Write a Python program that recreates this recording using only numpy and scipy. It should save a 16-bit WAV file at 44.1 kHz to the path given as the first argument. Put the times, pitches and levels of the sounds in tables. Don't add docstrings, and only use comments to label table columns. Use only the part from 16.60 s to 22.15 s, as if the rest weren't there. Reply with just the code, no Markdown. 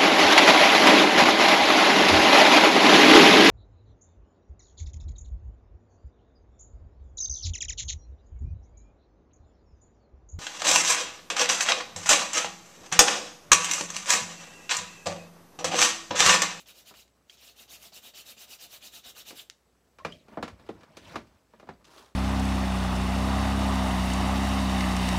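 import sys
import numpy as np
from scipy import signal
from scipy.fft import rfft, irfft, next_fast_len
from scipy.io import wavfile
from scipy.ndimage import uniform_filter1d, map_coordinates

SR = 44100
rng = np.random.default_rng(int(sys.argv[2]) if len(sys.argv) > 2 else 0)


def store_wav(level_fs):
    pcm = np.round(np.clip(np.atleast_2d(level_fs), -1, 1) * 32767)
    wavfile.write(sys.argv[1], SR, pcm.T.astype(np.int16))


def voltage_ratio(decibels):
    exponent = np.asarray(decibels, float) / 20
    return 10 ** exponent


N = 244753


def unit(x):
    return x / np.sqrt(np.mean(x ** 2) + 1e-20)


def along(points, hz):
    f, v = np.transpose(points)
    return np.interp(np.log(hz + 1), np.log(f + 1), v)


def filtered(x, response):
    m = next_fast_len(N + 8192)
    return irfft(rfft(x, m) * response(np.fft.rfftfreq(m, 1 / SR)), m)[:N]


def resonances(peaks):
    def response(f):
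        total = 0
        for k, (centre, width, db) in enumerate(peaks):
            damping = 1j * f * width
            total = total + (-1) ** k * voltage_ratio(db) * damping / (centre * centre - f * f + damping)
        return total
    return response


def wobble(rate):
    knots = rng.standard_normal(int(N * rate / SR) + 4)
    return map_coordinates(knots, [np.arange(N) * rate / SR])


def rush(spectrum, patchy_db, grit_db):
    contacts = rng.standard_normal(N) * voltage_ratio(grit_db * wobble(600))
    z = signal.stft(contacts, nperseg=256)[2]
    field = uniform_filter1d(rng.standard_normal(z.shape), size=5, axis=0)
    field = uniform_filter1d(field, size=6, axis=1)
    patchy = signal.istft(z * voltage_ratio(patchy_db * unit(field)), nperseg=256)[1][:N]
    return unit(filtered(patchy, lambda hz: voltage_ratio(along(spectrum, hz))))


def room_tone():
    # hz, density_db
    quiet = [(12, -73), (20, -36), (41, -18), (65, -10), (110, -10), (130, -10), (254, -9), (317, -13),
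             (386, -9), (1500, -21), (3200, -27), (6290, -27.5), (8090, -31), (15800, -36)]
    # hz, width_hz, level_db
    machines = [(7800, 160, -88), (13900, 50, -111)]
    whines = np.zeros(N)
    for hz, width, db in machines:
        band = filtered(rng.standard_normal(N), lambda f: 1 / (1 + ((f - hz) / width * 2) ** 2))
        whines += voltage_ratio(db) * unit(band)
    motor_hz = 59.5 + 1.44 * wobble(8)
    motor = voltage_ratio(-73 + 1.5 * wobble(6)) * np.sin(2 * np.pi * np.cumsum(motor_hz) / SR)
    hush = voltage_ratio(-69.5 + 0.81 * wobble(4.47)) * rush(quiet, patchy_db=1.25, grit_db=0.85)
    return hush + whines + motor


def brush():
    # top_speed_s, level_db, length_s
    strokes = [(0.004, -55, 0.074), (0.097, -52, 0.095), (0.19, -55, 0.11), (0.287, -51.5, 0.092),
               (0.389, -55.5, 0.11), (0.47, -80, 0.097), (0.735, -60, 0.1), (0.86, -54, 0.22),
               (1.009, -53, 0.11), (1.135, -49, 0.14), (1.247, -51, .114), (1.364, -49, .108),
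               (1.466, -50.5, 0.098), (1.589, -48.5, 0.13), (1.697, -49.5, 0.1), (1.818, -49.5, 0.13),
               (1.925, -48.5, 0.098), (2.035, -48, 0.12), (2.143, -49, 0.098), (2.256, -49, 0.12),
               (2.363, -49.5, 0.097), (2.482, -48.5, 0.12), (2.593, -49, 0.086), (2.691, -47.5, 0.099),
               (2.793, -49, 0.1)]
    # speeding_up_share, fizz_db, handle_db, run_up_heard, grip_at_once (0-1)
    directions = [(.54, -3.5, -10.5, 1.125, 0.16), (.64, -4.5, -11.5, 0.64, 0.47)]
    # hz, width_hz, level_db
    steel = [(2405, 120, -1.5), (2975, 370, -2.5), (3400, 82, -1.5), (3750, 330, 0), (4360, 130, 1.5),
             (4600, 220, -0.5), (5580, 660, -0.5), (6440, 450, 0.5), (7600, 1400, -8)]
    # hz, density_db
    bristle = [(1100, -20), (1900, -15), (2500, -1), (2900, 1.5), (3900, 1), (5200, -3.5), (7500, -4.5),
               (8600, -23), (10500, -67)]
    # hz, density_db
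    tips = [(4410, -29), (7500, -2), (8560, -4.5), (13100, -2.5), (15100, -1), (15600, -12)]
    # hz, density_db
    grips = [(88, -8), (150, -8.5), (245, -2.5), (353, -6.5), (678, 1), (976, -6.5), (1260, -3.5),
             (2300, -6.5), (2990, -53), (5060, -120)]
    push = np.zeros((3, N + SR))
    t = np.arange(-SR // 8, SR // 8) / SR
    for k, (s, db, length) in enumerate(strokes):
        share, fizz_db, handle_db, reach, grip = directions[k % 2]
        rise_s, fall_s = reach * share * length, 1.26 * (1 - share) * length
        phase = np.clip(np.where(t < 0, t / rise_s, t / fall_s), -1, 1)
        swing = np.abs(np.cos(np.pi / 2 * phase))
        speed = np.where(t < 0, grip + (1 - grip) * swing ** 0.93, swing) * (np.abs(phase) < 1)
        firmer_db = db + 51
        extra_db = np.array([[0], [fizz_db + 0.27 * firmer_db], [handle_db + 0.12 * firmer_db]])
        shapes = np.array([speed ** 2.0, speed * swing ** 0.99, speed ** 1.16])
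        push[:, round(s * SR):][:, :len(t)] += voltage_ratio(db + extra_db) * shapes
    push = push[:, SR // 8:][:, :N]
    rasp = rush(bristle, patchy_db=4.0, grit_db=0.5)
    ringing = unit(filtered(rush(bristle, patchy_db=-4.5, grit_db=-2), resonances(steel)))
    jaws = unit(0.68 * rasp + 0.61 * ringing)
    fizz = rush(tips, patchy_db=1.5, grit_db=0.5)
    handle = rush(grips, patchy_db=2.5, grit_db=-1.0)
    return voltage_ratio(0.89 * wobble(70)) * (push[0] * jaws + push[1] * fizz) + push[2] * handle


def shop(x):
    # hz, t60_s
    decay = [(100, 0.51), (1000, 0.17), (5000, 0.23), (14000, 0.18)]
    hz, t, z = signal.stft(rng.standard_normal(SR // 2), SR, nperseg=256)
    tail = signal.istft(z * voltage_ratio(-60 * t / along(decay, hz)[:, None]), SR, nperseg=256)[1]
    return signal.fftconvolve(np.pad(x, (250, 0)), tail / np.linalg.norm(tail))[:N]


def knocks():
    # start_s, peak_db, weight_db, hardness_db
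    blows = [(.308, -44.5, -7.5, -16), (.338, -50.5, -16, -3.5), (2.705, -44.5, 0.5, 0.5),
             (2.726, -50.5, 3, -4), (3.385, -41.5, -16, -9), (3.448, -20.5, -10.5, -11),
             (3.682, -50.5, 2, -7.5), (3.771, -22, -6.5, -26.5), (3.826, -23.5, -5.5, -8.5),
             (3.878, -33, -14, -8.5), (3.995, -53, -9, -8), (4.064, -55, -6, -5), (4.089, -35, 8, -11.5),
             (4.207, -50.5, -12, -6.5), (4.232, -45.5, -15, -8.5), (4.369, -44, 3, 0.5),
             (4.541, -44.5, 5, -10), (4.556, -23, -9, -10.5), (4.669, -61.5, -11, -1.5),
             (4.935, -44.5, -8.5, -19), (4.997, -44.5, -11, -9.5), (5.027, -42.5, -2.5, -28),
             (5.071, -44.5, -7, -17), (5.088, -28, -11, -18.5), (5.395, -52, 0.5, -15)]
    # hz, level_db, t60_s
    clear = [(119, -21, 0.16), (175, -7, 0.14), (229.2, 8, 0.16), (287.5, 1, 0.13), (442, 8, 0.069),
             (557, -1.5, 0.12), (642, -1.5, 0.1), (719, -5.5, 0.14), (798, 1, 0.053), (978, -10, 0.076),
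             (1010, 0, 0.054), (1187, 6.5, 0.049), (1370, 7, 0.043), (1696, 4.5, 0.056), (2380, 10, 0.04)]
    # hz, level_db, t60_s
    dense = [(60, -9.5, 0.78), (127, -1, 0.32), (266, 5, 0.2), (600, 2.5, 0.099), (1180, 0, 0.12),
             (2530, 4, 0.13), (4770, 4.5, 0.13), (8200, -5, 0.12), (13400, -9.5, .07)]
    out, t = np.zeros(N + SR), np.arange(SR // 3) / SR
    f = np.fft.rfftfreq(len(t), 1 / SR)
    centres = np.transpose(dense)[0]
    bands = np.array([along(list(zip(centres, row)), f) for row in np.eye(len(dense))])
    clear_hz, clear_db, clear_t60 = np.transpose(clear)[:, :, None]
    dense_hz, dense_db, dense_t60 = np.transpose(dense)[:, :, None]
    for s, db, weight_db, hard_db in blows:
        boom_db = -11.5 + 0.26 * weight_db
        click_db = -3.5 + 1.4 * hard_db - 0.075 * (db + 37)
        contact = [(120, boom_db), (350, weight_db), (950, 0), (2300, hard_db), (6000, click_db),
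                   (12000, 6 + 1.28 * click_db)]

        def fade(hz, level, t60):
            swell = 1 - np.exp(-t * t * hz / 0.012)
            return voltage_ratio(level + along(contact, hz) - 60 * t / t60) * swell

        luck = rng.standard_normal((2, len(clear), 1))
        tones = np.sin(2 * np.pi * clear_hz * (1 + .01 * luck[1]) * t + 3 * luck[1])
        ring = fade(clear_hz, clear_db + 2.5 * luck[0], clear_t60) * tones
        crowd = irfft(rfft(rng.standard_normal(len(t))) * bands, len(t))
        crowd = crowd / crowd.std(axis=1, keepdims=True) * fade(dense_hz, dense_db, dense_t60)
        crowd *= 1 + voltage_ratio(-0.5 - 60 * t / 0.027)
        colour = voltage_ratio(along(contact, f) + along(np.array(dense)[:, :2], f)) * 900 / (f + 150)
        lag = np.exp(-4j * np.pi * 0.1078 * (np.sqrt(f) - f / 250))
        sweep = irfft(colour * lag, len(t)) * (t < .06)
        blow = voltage_ratio(db - 11.5) * ring.sum(axis=0) + voltage_ratio(db - 12.5) * crowd.sum(axis=0) + voltage_ratio(db + 28) * sweep
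        out[round(s * SR):][:len(t)] += blow
    return out[:N]


def snaps():
    # start_s, peak_db, t60_s, tail_db
    cracks = [(0.478, -51, .015, -11), (0.697, -46.5, 0.015, 3), (2.8995, -22.5, 0.0073, -22),
              (3.522, -43.5, .012, -4), (3.424, -60, .01, -12), (4.369, -39, .012, -12),
              (5.244, -51.5, 0.031, 0), (5.252, -42.5, 0.021, -15), (5.269, -49, .02, -15),
              (5.277, -53, .02, -15)]
    # hz, density_db
    colour = [(800, -23), (1400, -4.5), (3000, 2), (7000, -2.5), (10000, -17), (15600, -26)]
    crack, blow, t = np.zeros(N), np.zeros(N + SR), np.arange(SR // 8) / SR
    for s, db, t60, tail_db in cracks:
        crack[round(s * SR)] = voltage_ratio(db + 14.0 - 510 * t60)
        body = voltage_ratio(270 * t60 - 9.0 - 60 * t / t60)
        rattle = voltage_ratio(tail_db - 60 * t / 0.079)
        blow[round(s * SR):][:len(t)] += voltage_ratio(db - 8.5) * (body + rattle) * (1 - np.exp(-t / 0.0002))
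    ticks = filtered(crack, lambda hz: voltage_ratio(along(colour, hz)))
    return ticks + blow[:N] * rush(colour, patchy_db=1, grit_db=1)


def bubbles():
    # start_s, peak_db, pitch_hz, t60_s, rise_share
    pings = [(.697, -43.5, 3200, 0.034, .01), (3.4, -41, 1056, 0.086, .04), (3.42, -49, 600, 0.06, 0.072),
             (.699, -48.5, 4600, 0.033, 0.0089), (3.433, -56, 1880, 0.063, .05),
             (3.496, -52, 4890, 0.064, .015), (3.51, -52, 2900, 0.063, .05),
             (3.524, -28.5, 3060, 0.016, 0.052), (3.529, -51, 3260, 0.11, .01),
             (4.088, -40, 3080, 0.015, .01), (5.137, -58, 4600, 0.027, .02)]
    out, t = np.zeros(N + SR), np.arange(SR // 4) / SR
    for s, db, hz, t60, rise in pings:
        turns = hz * (t + rise * t * t / t60)
        envelope = voltage_ratio(db - 60 * t / t60) * (1 - np.exp(-t / 0.00042))
        out[round(s * SR):][:len(t)] += envelope * np.sin(2 * np.pi * turns)
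    return out[:N] * voltage_ratio(3 * wobble(250))


def movement(start, length, db):
    t = np.arange(N) / SR
    build_db_per_s, ease_db_per_s = 240, 176
    early, late = np.clip(start - t, 0, None), np.clip(t - start - length, 0, None)
    return voltage_ratio(db - build_db_per_s * early - ease_db_per_s * late)


def slide():
    # start_s, length_s, pressure_db, speed_db
    drags = [
        (3.712, 0.063, -58.5, -12.5),
        (3.85, 0.053, -63, -9),
        (4.01, 0.15, -64.5, -6),
        (4.214, .17, -66, -9),
        (4.454, 0.085, -58.5, 2),
        (4.517, 0.033, -56.5, -14),
        (4.72, 0.068, -75.5, -5),
        (4.94, .2, -74, -3),
        (5.21, 0.11, -71.5, -15),
    ]
    # start_s, length_s, level_db, spray_db
    plunge = (3.5, 0.07, -58.5, -5.5)
    # start_s, length_s, level_db
    shoves = [
        (3.42, .04, -68),
        (3.75, .1, -72),
        (3.886, .08, -54.5),
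        (4.064, 0.12, -61.5),
        (4.39, 0.033, -60),
        (4.575, .02, -56),
        (4.72, 0.089, -72),
        (5.1, 0.034, -59.5),
    ]
    # hz, density_db
    rough = [(290, -36), (500, -4), (846, -2), (923, 0.5), (1790, -6.5), (2800, -19.5), (3640, -38),
             (6160, -120)]
    # hz, density_db
    fine = [(1290, -29), (2200, -3), (4530, -6), (5420, -9.5), (5790, -11.5), (6490, -14), (15600, -32.5)]
    # hz, density_db
    wall = [(90, -53), (130, 1), (230, 2), (450, -7), (650, 1), (900, -38.5)]
    # hz, density_db
    bench_top = [(15, -59), (35, -3), (60, 12.5), (110, 14.5), (170, -74)]
    s, length, db, spray_db = plunge
    pressure = sum(movement(*row[:3]) for row in drags)
    speed = sum(voltage_ratio(row[3]) * movement(*row[:3]) for row in drags) + movement(s, length, db + spray_db)
    walls = voltage_ratio(1) * pressure + movement(s, length, db)
    slips = wobble(60)
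    scrape = pressure * voltage_ratio(0.83 * slips) * rush(rough, patchy_db=2.5, grit_db=2.0)
    hiss = speed * voltage_ratio(1 * slips) * rush(fine, patchy_db=3.0, grit_db=1.5)
    drone = walls * voltage_ratio(2 * slips) * rush(wall, patchy_db=2.5, grit_db=1.5)
    bench = sum(movement(*row) for row in shoves) * voltage_ratio(3.4 * wobble(15))
    return scrape + hiss + drone + bench * rush(bench_top, patchy_db=-4.0, grit_db=-2)


def wipe():
    # time_s, level_db
    swish = [
        (5.24, -72),
        (5.254, -63),
        (5.262, -62.5),
        (5.388, -51.5),
        (5.504, -64),
        (5.544, -78),
        (5.55, -70),
    ]
    # hz, density_db
    glove = [(120, -14), (200, -17), (299, -6.5), (415, -2), (498, -16), (597, -3.5), (691, -8),
             (1130, -3.5), (2100, -14.5), (4120, -13), (15600, -32)]
    s, db = np.transpose(swish)
    level_db = np.interp(np.arange(N) / SR, s, db, left=-120)
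    return voltage_ratio(level_db) * rush(glove, patchy_db=2, grit_db=2.2)


def scene():
    scrub = brush()
    tub = knocks() + snaps() + bubbles()
    answer = shop(voltage_ratio(-8.5) * scrub + voltage_ratio(-14.0) * tub)
    return (room_tone() + scrub + tub + answer + slide() + wipe())[None]


def top_cut(x):
    return signal.sosfilt(signal.butter(12, 15960, fs=SR, output="sos"), x)


def record(dry):
    # hz, gain_db
    microphone = [(20, -24), (45, -1), (70, 0), (15800, 0), (16100, -40)]
    mix = filtered(dry[0], lambda hz: voltage_ratio(along(microphone, hz)))[None]
    return top_cut(mix)


dry = scene()
out = record(dry)
store_wav(out)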